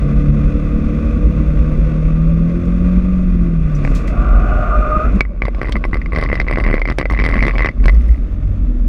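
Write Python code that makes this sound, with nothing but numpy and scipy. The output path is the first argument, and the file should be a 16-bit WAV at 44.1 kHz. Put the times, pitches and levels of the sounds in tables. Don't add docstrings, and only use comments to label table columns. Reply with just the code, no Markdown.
import sys
import numpy as np
from scipy import signal
from scipy.fft import rfft, irfft
from scipy.io import wavfile
from scipy.ndimage import uniform_filter1d, minimum_filter1d

SR = 44100
rng = np.random.default_rng(int(sys.argv[2]) if len(sys.argv) > 2 else 0)


def int16_out(signal):
    q = np.round(np.clip(np.atleast_2d(signal).T, -1, 1) * 32767)
    wavfile.write(sys.argv[1], SR, q.astype(np.int16))


N = 391608
CONTACT_SAMPLES, ONSET_SAMPLE, LEAD_SAMPLES = 384, 8, 256


def gain_of(db):
    return 10 ** (np.asarray(db) / 20)


def unit_rms(x):
    return x / np.sqrt(np.mean(x ** 2) + 1e-20)


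def curves(rows):
    times, *columns = np.transpose(rows)
    start = int(np.clip(times[0] * SR, 0, N))
    t = np.arange(start, min(int(times[-1] * SR), N)) / SR
    return (start, *(np.interp(t, times, column) for column in columns))


def add(mix, start, sound):
    part = mix[start:][:len(sound)]
    part += sound[:len(part)]


def place(sounds, times, peak_db, early_samples):
    track = np.zeros(N)
    for at, sound, db in zip(times, sounds, peak_db):
        add(track, round(at * SR) - early_samples, sound * gain_of(db) / abs(sound).max())
    return track


def wander(size, hz):
    drift = signal.lfilter(*signal.butter(2, hz, fs=SR), rng.standard_normal(size + SR))
    return unit_rms(drift[SR:])


def equalise(x, points, peaks=()):
    size = x.shape[-1]
    hz = np.fft.rfftfreq(size, 1 / SR)
    point_hz, point_db = np.transpose(points)
    db = np.interp(np.log(hz + 1), np.log(point_hz + 1), point_db, left=-90, right=-90)
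    db += sum(lift_db / (1 + (2 * (hz - at) / width) ** 2) for at, width, lift_db in peaks)
    return irfft(rfft(x) * gain_of(db), size)


def soften(x, cutoff_hz):
    return signal.sosfilt(signal.butter(6, cutoff_hz, fs=SR, output="sos"), x)


def pitched_noise(hz, width_hz):
    carrier = np.exp(2j * np.pi * np.cumsum(hz) / SR)
    pole = np.exp(-np.pi * width_hz / SR)
    band = rng.standard_normal(len(hz)) / carrier
    for _ in range(2):
        band = signal.lfilter([1 - pole], [1, -pole], band)
    return unit_rms((carrier * band).real)


def ringing(modes):
    t = np.arange(4096) / SR
    return sum(gain_of(db - 60 * t / t60) * np.sin(2 * np.pi * hz * t) for hz, db, t60 in modes)


def contacts(count, scatter_s, firmness):
    t = np.arange(CONTACT_SAMPLES) / SR
    hits = rng.standard_normal((count, len(t))) * np.exp(-t / scatter_s) * np.minimum(t / .001, 1)
    hits /= np.linalg.norm(hits, axis=1)[:, None]
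    hits[:, ONSET_SAMPLE] += firmness
    return hits


def bounced(hits):
    lateness, strength = rng.random((len(hits), 2)).T
    delay = (SR * (.003 + .005 * lateness)).astype(int)
    index = np.arange(hits.shape[1]) - delay[:, None]
    bounce = np.take_along_axis(hits, np.maximum(index, 0), axis=1) * (index >= 0)
    return hits - gain_of(-18 + 10 * strength)[:, None] * bounce


def struck(hits, modes, detune, spread_db, lift_db=0, grip_s=.004, grip_db=-10):
    hz, db, t60 = np.transpose(modes)
    shift, luck = rng.standard_normal((len(hits), len(hz), 2)).transpose(2, 0, 1)
    t = np.arange(2048) / SR
    envelopes = gain_of(db + lift_db + spread_db * luck)[..., None] * gain_of(-60 * t / t60[:, None])
    detuned_hz = hz * (1 + detune * shift)
    rings = (envelopes * np.sin(2 * np.pi * detuned_hz[..., None] * t)).sum(axis=1)
    choke = gain_of(grip_db * (1 - np.exp(-(t / grip_s) ** 2)))
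    fade = np.cos(np.pi / 2 * t / t[-1])
    return signal.fftconvolve(hits, rings * choke * fade, axes=1)


# (time [s], pitch [Hz], relative level [dB])
BOOM = [(0, 49.7, -17.5), (0.551, 42, -13), (0.803, 48.17, -18.5), (1.209, 51.66, -11), (1.35, 51.22, -21),
        (1.599, 56.18, -10), (2.051, 42.06, -14), (2.419, 42.16, -16.5), (2.601, 50.18, -15.5),
        (3.299, 40.92, -13), (3.799, 43.8, -18), (3.91, 40, -5), (3.999, 40.6, -22), (4.33, 43.2, -2),
        (4.6, 44.53, -18.5), (4.8, 48.1, -6), (4.918, 53.08, -18), (5.179, 48.3, -13.5),
        (5.261, 47.63, -13.5), (5.7, 43.55, -14.5), (6.472, 38.24, -17.5), (6.748, 39.27, -11.5),
        (6.998, 45.1, -17.5), (7.3, 48.6, -10.5), (7.621, 41.78, -9), (7.701, 41.77, -27),
        (7.859, 40.94, -7.5), (8.001, 43.95, -17.5), (8.252, 44, -18), (8.48, 44.64, -13.5),
        (8.88, 39.4, -8.5)]


def cabin_boom(trim_db=-3):
    times, hz, db = np.transpose(BOOM)
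    t = np.arange(N) / SR
    hz, db = np.interp(t, times, hz), np.interp(t, times, db)
    phase = 2 * np.pi * np.cumsum(hz + 2.22 * wander(N, 4.24)) / SR
    swell = unit_rms(gain_of(.5 * np.clip(wander(N, 3.7), -3, 1.3)))
    return np.sqrt(2) * gain_of(db + trim_db) * swell * np.sin(phase), db


# (time [s], level [dB])
ROAR_LEVEL = [(0, -34), (0.901, -34), (1.9, -34), (2.3, -36), (2.9, -34.5), (3.6, -38), (3.95, -30.5),
              (4.301, -31.5), (4.8, -30.5), (5.19, -29.5), (5.27, -49.5), (5.6, -37.5), (6.1, -43.5),
              (6.3, -40.5), (7.0, -43.5), (7.35, -36), (7.7, -45.5), (7.9, -38.5), (8.2, -40), (8.88, -43)]
# (frequency [Hz], gain [dB])
RUMBLE_EQ = [(15, 1), (28, 6), (38, 7.5), (58, 10), (72, -2.5), (110, -9), (150, -7.5), (237, -7),
             (330, -15), (420, -27), (550, -33.5)]
# (frequency [Hz], gain [dB])
ASPHALT_EQ = [(250, 3.5), (350, 3.5), (700, -9), (850, -17.5), (1750, -14.5), (2750, -21.5), (3100, -58.5)]
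# (centre [Hz], width [Hz], boost [dB])
ASPHALT_PEAKS = [(466, 210, 6.5), (621, 216, 11.5), (1164, 287, 21), (1470, 250, 11), (2010, 210, 8),
                 (2523, 680, 16.5)]
# (frequency [Hz], gain [dB])
SOIL_EQ = [(250, 10), (350, -4), (600, 1.5), (900, -16), (1200, -7), (1600, -15), (2000, -15.5),
           (2700, -18.5), (3100, -50)]
# (frequency [Hz], gain [dB])
HISS_EQ = [(2500, -2), (2900, 8), (3100, 4), (3500, 10), (3900, 1.5), (5000, -1), (6500, -1.5),
           (7500, -10.5), (9200, -10), (10400, -12), (12000, -19.5), (14000, -23), (16000, -40.5)]


def road_noise(boom, boom_db, off_road_s=6.5):
    t = np.arange(N) / SR
    roar_db = np.interp(t, *np.transpose(ROAR_LEVEL))
    shake_db = 6 * boom + wander(N, 22)
    rumble = unit_rms(equalise(rng.standard_normal(N) * gain_of(2.8 * wander(N, 16.5)), RUMBLE_EQ))
    rumble_db = -4 + .23 * boom_db + .26 * roar_db
    rush = rng.standard_normal(N) * gain_of(shake_db)
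    asphalt = unit_rms(equalise(rush, ASPHALT_EQ, ASPHALT_PEAKS))
    soil = unit_rms(equalise(rush, SOIL_EQ))
    roar = np.where(t < off_road_s, asphalt, soil)
    hiss = unit_rms(equalise(rng.standard_normal(N) * gain_of(.92 * shake_db), HISS_EQ))
    hiss_db = np.minimum(roar_db, -34) - 20.5
    return gain_of(rumble_db) * rumble + gain_of(roar_db) * roar + gain_of(hiss_db) * hiss


# (time [s], density [hits/s], relative level [dB])
GRIT = [(5.21, 64, -84), (5.4, 51, -95), (5.6, 140, -65), (5.9, 100, -72), (6.05, 60, -86), (6.15, 97, -62),
        (6.9, 140, -81.5), (6.95, 82, -89), (7.08, 120, -98), (7.25, 200, -65), (7.68, 110, -63.5),
        (7.73, 60, -96), (7.85, 200, -69), (7.93, 60, -82), (8.2, 40, -92)]


def grit_patter(puff_s=.00093):
    start, density, db = curves(GRIT)
    size = len(db)
    accent_db = 3 * np.minimum(rng.exponential(1, size), 3)
    impacts = gain_of(db + accent_db) * (rng.random(size) < density / SR)
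    envelope = signal.lfilter([1], [1, -np.exp(-1 / (puff_s * SR))], impacts)
    puffs = rng.standard_normal(size) * envelope
    body = soften(signal.oaconvolve(puffs, ringing(MOUNT_MODES))[:size], cutoff_hz=1700)
    return start, equalise(puffs, CRACK_EQ, CRACK_PEAKS) + gain_of(17) * body


# (time [s], relative level [dB], 60 dB decay [s], low cut [Hz])
SPRAYS = [(1.775, -52, .05, 3000), (2.652, -45, .05, 3000), (3.749, -41, 0.2, 4500), (3.84, -44.5, 1, 3000),
          (3.95, -30.5, 0.2, 2170), (4.075, -36.5, 0.13, 1904), (4.21, -49, 0.073, 3500),
          (4.455, -56, .08, 4000), (5.123, -47, 0.054, 3000), (5.154, -42, .06, 2200)]


def grit_spray(at, db, t60, low_hz):
    t = np.arange(SR // 5) / SR
    band = signal.butter(3, [low_hz, 7500], "bandpass", fs=SR)
    burst = signal.lfilter(*band, rng.standard_normal(len(t)))
    sizzle = .085 * np.diff(rng.standard_normal(len(t) + 1))
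    return round(at * SR), gain_of(db - 60 * t / t60) * (burst + sizzle)


# (time [s], pitch [Hz], level [dB], 60 dB decay [s])
TINKS = [(3.75, 5877, -39, 0.055), (5.842, 9880, -58, 0.25), (7.896, 9910, -54, 0.31)]


def metal_tink(at, hz, db, t60):
    t = np.arange(SR // 4) / SR
    attack = np.minimum(t / .003, 1)
    return round(at * SR), attack * gain_of(db - 60 * t / t60) * np.sin(2 * np.pi * hz * t)


# (time [s], peak level [dB])
CLICKS = [(3.9499, -29), (5.2066, -42), (5.4555, -39), (5.7209, -32), (6.984, -33), (7.1091, -32),
          (7.2539, -48), (7.4696, -39), (7.86, -30)]
# (frequency [Hz], gain [dB])
CLICK_EQ = [(3000, -8), (6000, 2), (9000, -7), (13000, -9), (16300, -11)]


def stone_clicks():
    times, db = np.transpose(CLICKS)
    hits = contacts(len(times), scatter_s=.0007, firmness=.5)
    clicks = equalise(np.pad(hits, ((0, 0), (LEAD_SAMPLES, 384))), CLICK_EQ)
    return place(clicks, times, db, LEAD_SAMPLES)


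# (time [s], relative level [dB])
TICKS = [(7.9175, -47), (7.9269, -51), (7.9463, -42), (7.9658, -44), (7.9842, -50), (8.0025, -46),
         (8.0196, -46), (8.0371, -49), (8.0552, -48), (8.0693, -53), (8.0833, -44), (8.1026, -44),
         (8.1194, -46), (8.1374, -46), (8.1538, -51), (8.1703, -49), (8.4713, -51)]
# (frequency [Hz], level [dB], 60 dB decay [s])
TICK_MODES = [(5340, -1, 0.00546), (4528, -4.5, 0.0053), (9900, -22, 0.012), (9200, -6, 0.0061),
              (3300, -12, 0.005), (2030, 6, 0.012)]
# (frequency [Hz], level [dB], 60 dB decay [s])
TOCK_MODES = [(2030, 1, .013), (2400, -6, .01), (1300, -5, .01), (5000, -21, .005)]


def loose_part(fall_back_s=.0075):
    times, db = np.transpose(TICKS)
    tock_db = db + 6 + 3 * rng.standard_normal(len(times))

    def taps(cues, levels_db, modes, scatter_s, firmness):
        track = np.zeros(N)
        for at, level_db, hit in zip(cues, levels_db, contacts(len(cues), scatter_s, firmness)):
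            add(track, round(at * SR) - ONSET_SAMPLE, gain_of(level_db) * hit)
        return signal.oaconvolve(track, ringing(modes))[:N]

    ticks = taps(times, db, TICK_MODES, scatter_s=.0006, firmness=.93)
    return ticks + taps(times + fall_back_s, tock_db, TOCK_MODES, scatter_s=.0008, firmness=1)


# (time [s], pitch [Hz], relative level [dB])
PANEL = [(8.64, 255, -38), (8.69, 246, -27), (8.78, 243.5, -26.5), (8.84, 244, -25), (8.88, 250, -27)]


def panel_hum(octave_db=-23):
    start, hz, db = curves(PANEL)
    fuzz = pitched_noise(hz, width_hz=61)
    phase = 2 * np.pi * np.cumsum(hz) / SR
    note = np.sin(phase) + gain_of(octave_db) * np.sin(2 * phase)
    return start, gain_of(db) * (1.25 * note + .45 * fuzz)


# (time [s], pitch [Hz], level [dB])
GROAN = [(5.06, 176.5, -34), (5.12, 180.5, -30), (5.15, 196, -12.5), (5.17, 201, -12), (5.19, 227.7, -52)]


def body_groan():
    start, hz, db = curves(GROAN)
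    return start, np.sqrt(2) * gain_of(db) * np.sin(2 * np.pi * np.cumsum(hz) / SR)


# (time [s], slip rate [Hz], level [dB], octave balance [dB])
SQUEALS = [
    [(4.12, 589.6, -40, 3), (4.25, 591, -30.5, 1), (4.45, 604.7, -37, 6), (4.63, 611.8, -28, -1),
     (4.7, 615, -36.5, 11), (4.73, 604.6, -31, 11.5), (4.77, 602.5, -24, 1), (4.81, 616.4, -29, 0),
     (4.85, 605.3, -26, 5), (4.9, 612, -25, 3.5), (4.97, 612, -27.5, 10.5), (5.0, 616, -24, -1),
     (5.025, 628, -27.5, 6), (5.06, 650, -31, 3), (5.1, 670, -48, 4)],
    [(4.12, 691, -38, -6), (4.25, 700, -34.5, 3), (4.38, 702.7, -34.5, 2), (4.52, 716, -30.5, 0),
     (4.75, 700, -33.5, 4.5), (4.9, 705.5, -38, 4.5), (5.03, 696, -40.5, 9), (5.1, 685, -46, 10)],
    [(5.28, 556.3, -52, -5), (5.31, 567, -35, -22), (5.38, 549, -43, -18)],
]


def tyre_squeal(rows, clean_db=-27.5):
    start, hz, db, octave_db = curves(rows)
    scrub_share = np.clip(.2 * (clean_db - db), .2, 1)
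    phase = 2 * np.pi * np.cumsum(hz + 6 * wander(len(hz), 25)) / SR
    squeal = np.zeros(len(hz))
    for harmonic, width_hz, level_db in [(1, 90, db), (2, 140, db + octave_db), (4, 330, db - 23.5)]:
        slip = np.sqrt(2) * np.sin(harmonic * phase) * gain_of(2.6 * wander(len(hz), 25))
        scrub = pitched_noise(harmonic * hz, width_hz)
        squeal += gain_of(level_db) * (np.sqrt(1 - scrub_share) * slip + np.sqrt(scrub_share) * scrub)
    return start, squeal


# (frequency [Hz], relative level [dB], free 60 dB decay [s])
HOUSING_MODES = [(2242, -8.5, 0.063), (2018, -10.5, 0.069), (2083, -9.5, 0.056), (1780, -33, 0.0024),
                 (2520, -15, 0.019)]


def housing_rings(focus_hz, boost_db=17.5, width_hz=160):
    offset_hz = np.transpose(HOUSING_MODES)[0] - focus_hz[:, None]
    lift_db = boost_db / (1 + (2 * offset_hz / width_hz) ** 2)
    hits = bounced(contacts(len(focus_hz), scatter_s=.0011, firmness=1.6))
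    rings = struck(hits, HOUSING_MODES, detune=.006, spread_db=3, lift_db=lift_db)
    return soften(rings, cutoff_hz=2660)


# (frequency [Hz], relative level [dB], free 60 dB decay [s])
MOUNT_MODES = [(1100, -2, 0.041), (1520, -11.5, 0.026), (860, -10, 0.0068), (700, -11.5, 0.0051),
               (535, 3, 0.017), (315, 7.5, 0.013), (127, -0.5, 0.11)]


def mount_thuds(count):
    hits = bounced(contacts(count, scatter_s=.0015, firmness=1.2))
    return -soften(struck(hits, MOUNT_MODES, detune=.03, spread_db=2), cutoff_hz=1780)


# (frequency [Hz], gain [dB])
CRACK_EQ = [(2400, 14), (3000, 28.5), (3900, 23), (4700, 25), (5600, 18.5), (6500, 5.5), (7500, 4),
            (9300, 0.5), (10500, -5.5), (12500, -13), (14500, -24), (16500, -39)]
# (centre [Hz], width [Hz], boost [dB])
CRACK_PEAKS = [(4870, 500, 3.5), (3860, 760, 3)]


def dry_cracks(count, scatter_s=.0017, buzz_s=.0058):
    t = np.maximum(np.arange(-LEAD_SAMPLES, CONTACT_SAMPLES + 3 * LEAD_SAMPLES), 0) / SR
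    buzz = rng.standard_normal((count, len(t))) * np.exp(-t / buzz_s) * np.minimum(t / .002, 1)
    buzz *= gain_of(-10.5) / np.sqrt(scatter_s * SR / 2)
    hits = bounced(contacts(count, scatter_s, firmness=.041))
    hits = np.pad(hits, ((0, 0), (LEAD_SAMPLES, 3 * LEAD_SAMPLES)))
    return equalise(hits + buzz, CRACK_EQ, CRACK_PEAKS)


# (frequency [Hz], gain [dB])
SNAP_EQ = [(6500, -34), (8000, 2.5), (10500, -3), (13000, -13), (16300, -23)]
# (centre [Hz], width [Hz], boost [dB])
SNAP_PEAKS = [(9180, 870, 10)]


def metal_snaps(count):
    hits = contacts(count, scatter_s=.00064, firmness=.05)
    return equalise(np.pad(hits, ((0, 0), (LEAD_SAMPLES, 3 * LEAD_SAMPLES))), SNAP_EQ, SNAP_PEAKS)


# (time [s], ring peak [dB], ring focus [Hz], crack peak [dB], thud peak [dB], snap peak [dB])
JOLTS = [(3.8498, -12.5, 2350, -33, -8.5, -54.0), (3.8755, -19.5, 2410, -41, -13, -62),
         (4.079, -22, 2300, -36, -24, -60), (5.2072, 3, 2180, -19, 1.5, -42),
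         (5.2334, -33, 2222, -59, -34.0, -83), (5.2515, -19.5, 1990, -46, -21, -81.0),
         (5.42, -3.5, 2143, -31, -5, -60.0), (5.4356, -27, 2024, -41, -11, -69),
         (5.4528, -15.5, 2060, -23.5, -4.5, -47), (5.4669, -18, 2006, -42, -23, -79),
         (5.4822, -18, 1977, -35, -5.5, -42), (5.5473, -24, 2388, -35, -18, -65),
         (5.6152, -11, 2004, -35, -5.5, -46), (5.6307, -17, 2060, -33, -10, -42),
         (5.6454, -19, 2023, -52, -12, -62.0), (5.6553, -18, 2020.0, -46, -27, -51),
         (5.6722, -21, 2056, -40, -15, -64.0), (5.685, -19, 2010.0, -48.0, -19, -72.0),
         (5.6937, -24, 2056, -30, -8.5, -37), (5.7049, -35.0, 2070, -53.0, -34, -58),
         (5.7231, -17, 2540, -14.5, -17, -47.0), (5.7558, -12, 2015, -44, -7.5, -60),
         (5.7658, -17, 1989, -36.0, -10, -43), (5.8405, -9.5, 1995, -34, -10, -53),
         (5.8514, -20, 2056, -35, -7.5, -41), (5.9313, -14, 1996, -40.5, -6, -47.5),
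         (5.9433, -13.5, 1998, -25, -7, -42), (5.9556, -22, 2020.0, -39, -11, -56),
         (5.9692, -21, 2000.0, -39, -14.5, -49), (6.016, -19, 2050, -41, -27.0, -68.0),
         (6.0599, -18.5, 2054, -39, -19, -68.0), (6.1215, -19, 1980, -42.0, -16, -67.0),
         (6.1323, -18, 2000, -42, -8, -43), (6.149, -22, 2000, -34, -11, -66.0),
         (6.1609, -10.5, 2034, -26, -9, -47), (6.1737, -17.5, 2040, -33.0, -7, -48),
         (6.1857, -16, 2000, -27, -6.5, -39), (6.1984, -17, 2038, -39, -17, -56),
         (6.2121, -18, 1996, -27, -18, -39), (6.2259, -13.5, 1977, -34, -6, -44),
         (6.2367, -17, 1930, -25, -10, -42), (6.2495, -19, 1980, -35, -26, -65.0),
         (6.2608, -15, 2010, -39, -21, -62.0), (6.2889, -17.0, 2020, -39, -19, -66.0),
         (6.2998, -15, 2060, -38, -12, -53), (6.316, -13.5, 1970, -42, -20, -60.0),
         (6.3288, -7.5, 2095, -34, -3, -41), (6.3415, -20, 2060, -32, -20, -52.0),
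         (6.3544, -13.0, 2020.0, -28, -16, -44), (6.3668, -38, 2136, -55.0, -37, -73.0),
         (6.376, -19, 2011, -48, -31, -75.0), (6.3876, -29, 2466, -48, -30, -70.0),
         (6.4001, -4, 2110, -22, -9.5, -59), (6.4146, -15, 2180, -26, -15, -56),
         (6.4439, -31, 2383, -48, -27.0, -69.0), (6.4676, -24, 1970.0, -54, -16, -71.0),
         (6.4775, -22, 2408, -40, -18, -68), (6.4834, -10, 2028, -30, -22, -62.0),
         (6.4979, -17, 2000, -42, -12, -66.0), (6.5112, -14, 1970, -28, -6.5, -39),
         (6.5263, -11, 2030, -35, -14, -68.0), (6.535, -16, 2036, -32, -11, -45.0),
         (6.5458, -27, 2250, -54, -35, -66.0), (6.5581, -10, 2020.0, -32, -25, -63.0),
         (6.5728, -13, 1980, -39.0, -7, -61.0), (6.5843, -22, 1957, -28, -5, -43.0),
         (6.6004, -12, 1972, -34, -12, -66.0), (6.6105, -23, 2003, -40.0, -12, -44),
         (6.639, -13, 2006, -30.5, -15, -62), (6.6495, -15, 2007, -38, -13, -63.0),
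         (6.664, -11.5, 1966, -33, -7, -47), (6.6773, -16, 2020.0, -36.0, -13, -73),
         (6.6874, -15, 2101, -37, -10.5, -55.0), (6.7006, -13, 2005, -45, -10, -71.0),
         (6.7117, -15, 2015, -33, -7, -42), (6.728, -11, 2006, -38.0, -10.5, -49.0),
         (6.7406, -11, 2030, -28.5, -2.5, -45), (6.7542, -16, 2020, -36, -18.0, -69),
         (6.7672, -17, 2020.0, -40.0, -13, -52.0), (6.7798, -14, 2010.0, -40, -13, -61),
         (6.7955, -25, 1970, -36, -17, -67.0), (6.8082, -44, 2180, -64, -31, -77),
         (6.8169, -8.5, 2136, -32, -12, -66.0), (6.8543, -11, 2150, -33, -12, -74.0),
         (6.8754, -18, 2065, -31, -12, -61), (6.8867, -12.5, 2007, -33, -12.5, -54),
         (6.9, -12, 2054, -22.5, -8, -53), (6.9137, -15, 1992, -47, -10.5, -65),
         (6.9221, -19, 2013, -35, -10.5, -47), (6.985, -6, 1907, -12.5, -3.5, -26.5),
         (6.9981, -12.0, 1996, -27, -6.5, -48), (7.0123, -10, 2005, -28, -5, -44),
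         (7.0273, -15, 2083, -39.0, -12, -65.0), (7.0553, -11, 2000, -34.0, -8, -52.0),
         (7.0998, -13.5, 2040, -28, -9.5, -58.0), (7.1114, -17, 2100, -43.0, -6, -54.0),
         (7.1224, -21, 2180, -29, -9, -37), (7.1358, -17, 2020.0, -33, -10.5, -55.0),
         (7.1479, -14, 2005, -36, -24, -55), (7.1646, -24, 1977, -42, -17, -70.0),
         (7.1744, -15, 2070, -38, -32, -64.0), (7.1897, -10, 2230, -29, -12, -62.0),
         (7.1993, -7, 2030, -26, -11, -56), (7.2114, -16, 2010.0, -31, -23, -63.0),
         (7.2204, -15, 2390, -37, -14, -63.0), (7.2395, -10.0, 2030.0, -21, -8, -50.0),
         (7.2504, -12, 1960, -22, -11, -43.0), (7.2625, -8.5, 1954, -23, -5.5, -35),
         (7.2755, -15, 1985, -46, -19, -63.0), (7.2885, -10.5, 2000, -27, -8.5, -39.0),
         (7.301, -16.0, 2000, -45, -16, -64.0), (7.3116, -16, 2025, -31, -17, -44),
         (7.3242, -12, 2010, -39, -17, -62.0), (7.3409, -9.5, 2022, -28, -18, -56.0),
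         (7.3556, -11, 2050, -38, -11, -46.0), (7.3665, -13, 2000, -31, -14, -46),
         (7.3798, -13, 2016, -36, -17.0, -54), (7.3907, -9.5, 1965, -39, -16, -46.0),
         (7.4058, -11, 2197, -35, -25, -54), (7.4258, -5.5, 2005, -21, -10, -46),
         (7.4363, -7.5, 1980, -34.0, -12, -52.0), (7.4512, -11, 2020, -25, -9, -46.0),
         (7.4663, -7.5, 1977, -23, -9, -38), (7.4812, -6, 1964, -25, -5.5, -38),
         (7.4942, -12, 2040, -35.0, -15.0, -46), (7.5095, -11.5, 2014, -36, -22, -57.0),
         (7.528, -28, 2274, -42.0, -30, -54), (7.54, -34, 2266, -38, -32, -62),
         (7.5544, -17, 2334, -42, -15, -47), (7.562, -24, 2204, -42, -11, -62),
         (7.582, -7.5, 2017, -23, -24, -56), (7.5936, -8, 1960, -33, -20, -61),
         (7.6062, -9.5, 2002, -31.0, -9, -46.0), (7.6213, -6.5, 2015, -37, -12, -59),
         (7.6327, -13, 1980, -36.0, -18, -52), (7.6463, -6, 2040, -31, -5.5, -54.0),
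         (7.6588, -7, 1950, -21.5, -5.5, -45), (7.6715, -9, 1990, -37.0, -12, -57),
         (7.6879, -10, 2000, -29, -12, -59), (7.7, -35, 2170, -54.0, -41, -62),
         (7.7125, -31, 2410, -51, -34, -68.0), (7.782, -43, 2032, -58, -38, -62),
         (7.8012, -33, 2000, -54, -39, -51), (7.841, -20.5, 2310, -39, -24, -62),
         (7.8571, -17.5, 2350.0, -23.5, -3.5, -43.0), (7.8819, -5.5, 2004, -26, -7, -49),
         (7.8948, -10.5, 2013, -27, -10, -47)]


def housing_chatter(snap_delay_s=.0018):
    rebounds = [(at, -43, 2225, -57, -28, -75) for at in np.linspace(5.265, 5.376, 9)]
    times, ring_db, focus_hz, crack_db, thud_db, snap_db = np.transpose(list(JOLTS) + rebounds)
    count, padded_onset = len(times), LEAD_SAMPLES + ONSET_SAMPLE
    rings = place(housing_rings(focus_hz), times, ring_db, ONSET_SAMPLE)
    thuds = place(mount_thuds(count), times, thud_db, ONSET_SAMPLE)
    cracks = place(dry_cracks(count), times, crack_db, padded_onset)
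    snaps = place(metal_snaps(count), times, snap_db, padded_onset - round(snap_delay_s * SR))
    return rings + thuds + cracks + snaps


# (time [s], firing rate [Hz], firing level [dB], weak-order level [dB])
ENGINE_RUNS = [
    [(0, 143.1, -15.5, -26.5), (.4, 145.1, -17.5, -24.5), (.72, 147.9, -26, -27), (1.15, 149.1, -24, -25),
     (1.57, 151.9, -18, -29.5), (2.04, 156.8, -19, -34.5), (2.25, 162.5, -12.5, -30.5),
     (2.43, 166.8, -13.5, -32), (2.6, 172.8, -19, -25.5), (2.92, 181.2, -13, -32),
     (3.15, 183.9, -17.5, -35.5), (3.35, 179, -18.5, -34.5), (3.5, 168.2, -17, -27.5),
     (3.64, 157.5, -16.5, -49), (3.8, 143.2, -20, -29.5), (4.1, 124.8, -30, -34), (4.38, 105.3, -28, -46),
     (4.7, 99.8, -31, -48)],
    [(7.85, 44.6, -12, -50), (7.93, 50.35, -9.5, -45), (8.01, 57.5, -8.5, -48), (8.06, 58.1, -19, -47),
     (8.11, 55, -3, -43), (8.17, 60.7, -16, -44), (8.22, 71.7, -45, -49), (8.31, 85.53, -26, -42),
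     (8.41, 90, -27, -33), (8.5, 94.4, -16, -33), (8.6, 90.6, -27, -52), (8.7, 80.6, -56, -63),
     (8.88, 91.1, -53, -45)],
]
# (multiple [x firing rate], offset from weak-order level [dB])
CYLINDER_ORDERS = [(1.75, -9), (2, -3.5), (2.249, -16.5), (2.501, -29)]
# (multiple [x firing rate], offset from weak-
# order level [dB])
LOWER_WEAK_ORDERS = [(.5, 1.5), (.75, -7.5), (1.25, -1), (1.5, 0)]
# (multiple [x firing rate], base level [dB])
HIGH_ORDERS = [(2.75, -44), (3, -45), (3.25, -39.5), (3.5, -42), (3.75, -41.5), (4, -45), (4.5, -51),
               (5, -43.5), (5.75, -45.5), (6, -42.5)]
# (centre [Hz], width [Hz], gain [dB])
CABIN_RESONANCES = [(480, 70, 2), (560, 70, -2), (912, 50, -16)]


def engine(rows, silencer_hz=303, silencer_db_per_hz=-.1306):
    start, hz, db, weak_db = curves(rows)
    size = len(hz)
    phase = 2 * np.pi * np.cumsum(hz * (1 + .0025 * wander(size, 8.4))) / SR
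    note = np.sin(phase) * gain_of(db + 1.73 * wander(size, 7.1))
    for order, order_db in CYLINDER_ORDERS + LOWER_WEAK_ORDERS:
        flutter_db = 2.9 * wander(size, 6)
        silencer_db = silencer_db_per_hz * np.maximum(order * hz - silencer_hz, 0)
        partial = np.sin(order * phase + 2 * np.pi * rng.random())
        note += gain_of(order_db + weak_db + flutter_db + silencer_db) * partial
    climb_hz_per_s = uniform_filter1d(np.gradient(hz) * SR, size=8000)
    revving = np.clip((hz - 125) / 20, 0, 1) * np.clip(1 + climb_hz_per_s / 25, 0, 1)
    for order, order_db in HIGH_ORDERS:
        resonance = sum(gain_of(lift_db) / (1 + (2 * (order * hz - centre) / width) ** 4)
                        for centre, width, lift_db in CABIN_RESONANCES)
        flutter_db = 3.5 * wander(size, 14)
        phase_drift = .45 * wander(size, 10)
        partial = np.sin(order * phase + phase_drift + 2 * np.pi * rng.random())
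        note += revving * resonance * gain_of(order_db + flutter_db) * partial
    return start, np.sqrt(2) * note * signal.windows.tukey(size, .02)


def scene():
    boom, boom_db = cabin_boom()
    mix = boom + road_noise(boom, boom_db) + housing_chatter() + loose_part() + stone_clicks()
    add(mix, *body_groan())
    add(mix, *panel_hum())
    add(mix, *grit_patter())
    for rows in ENGINE_RUNS:
        add(mix, *engine(rows))
    for rows in SQUEALS:
        add(mix, *tyre_squeal(rows))
    for row in TINKS:
        add(mix, *metal_tink(*row))
    for row in SPRAYS:
        add(mix, *grit_spray(*row))
    return mix[None]


def record(dry, high_cut_hz=16200):
    peak_db = 20 * np.log10(abs(dry[0]) + 1e-6)
    release_db = 11 * np.arange(N) / SR
    over_db = np.maximum(np.maximum.accumulate(peak_db + release_db) - release_db, 0)
    look_ahead_db = uniform_filter1d(-minimum_filter1d(-over_db, size=91), size=90)
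    limited = dry / gain_of(.54 * look_ahead_db)
    saturated = limited / (1 + limited ** 6) ** (1 / 6)
    high_cut = signal.firwin(511, high_cut_hz, window=("kaiser", 9), fs=SR)
    return signal.oaconvolve(saturated, high_cut[None], "same")


dry = scene()
out = record(dry)
int16_out(out)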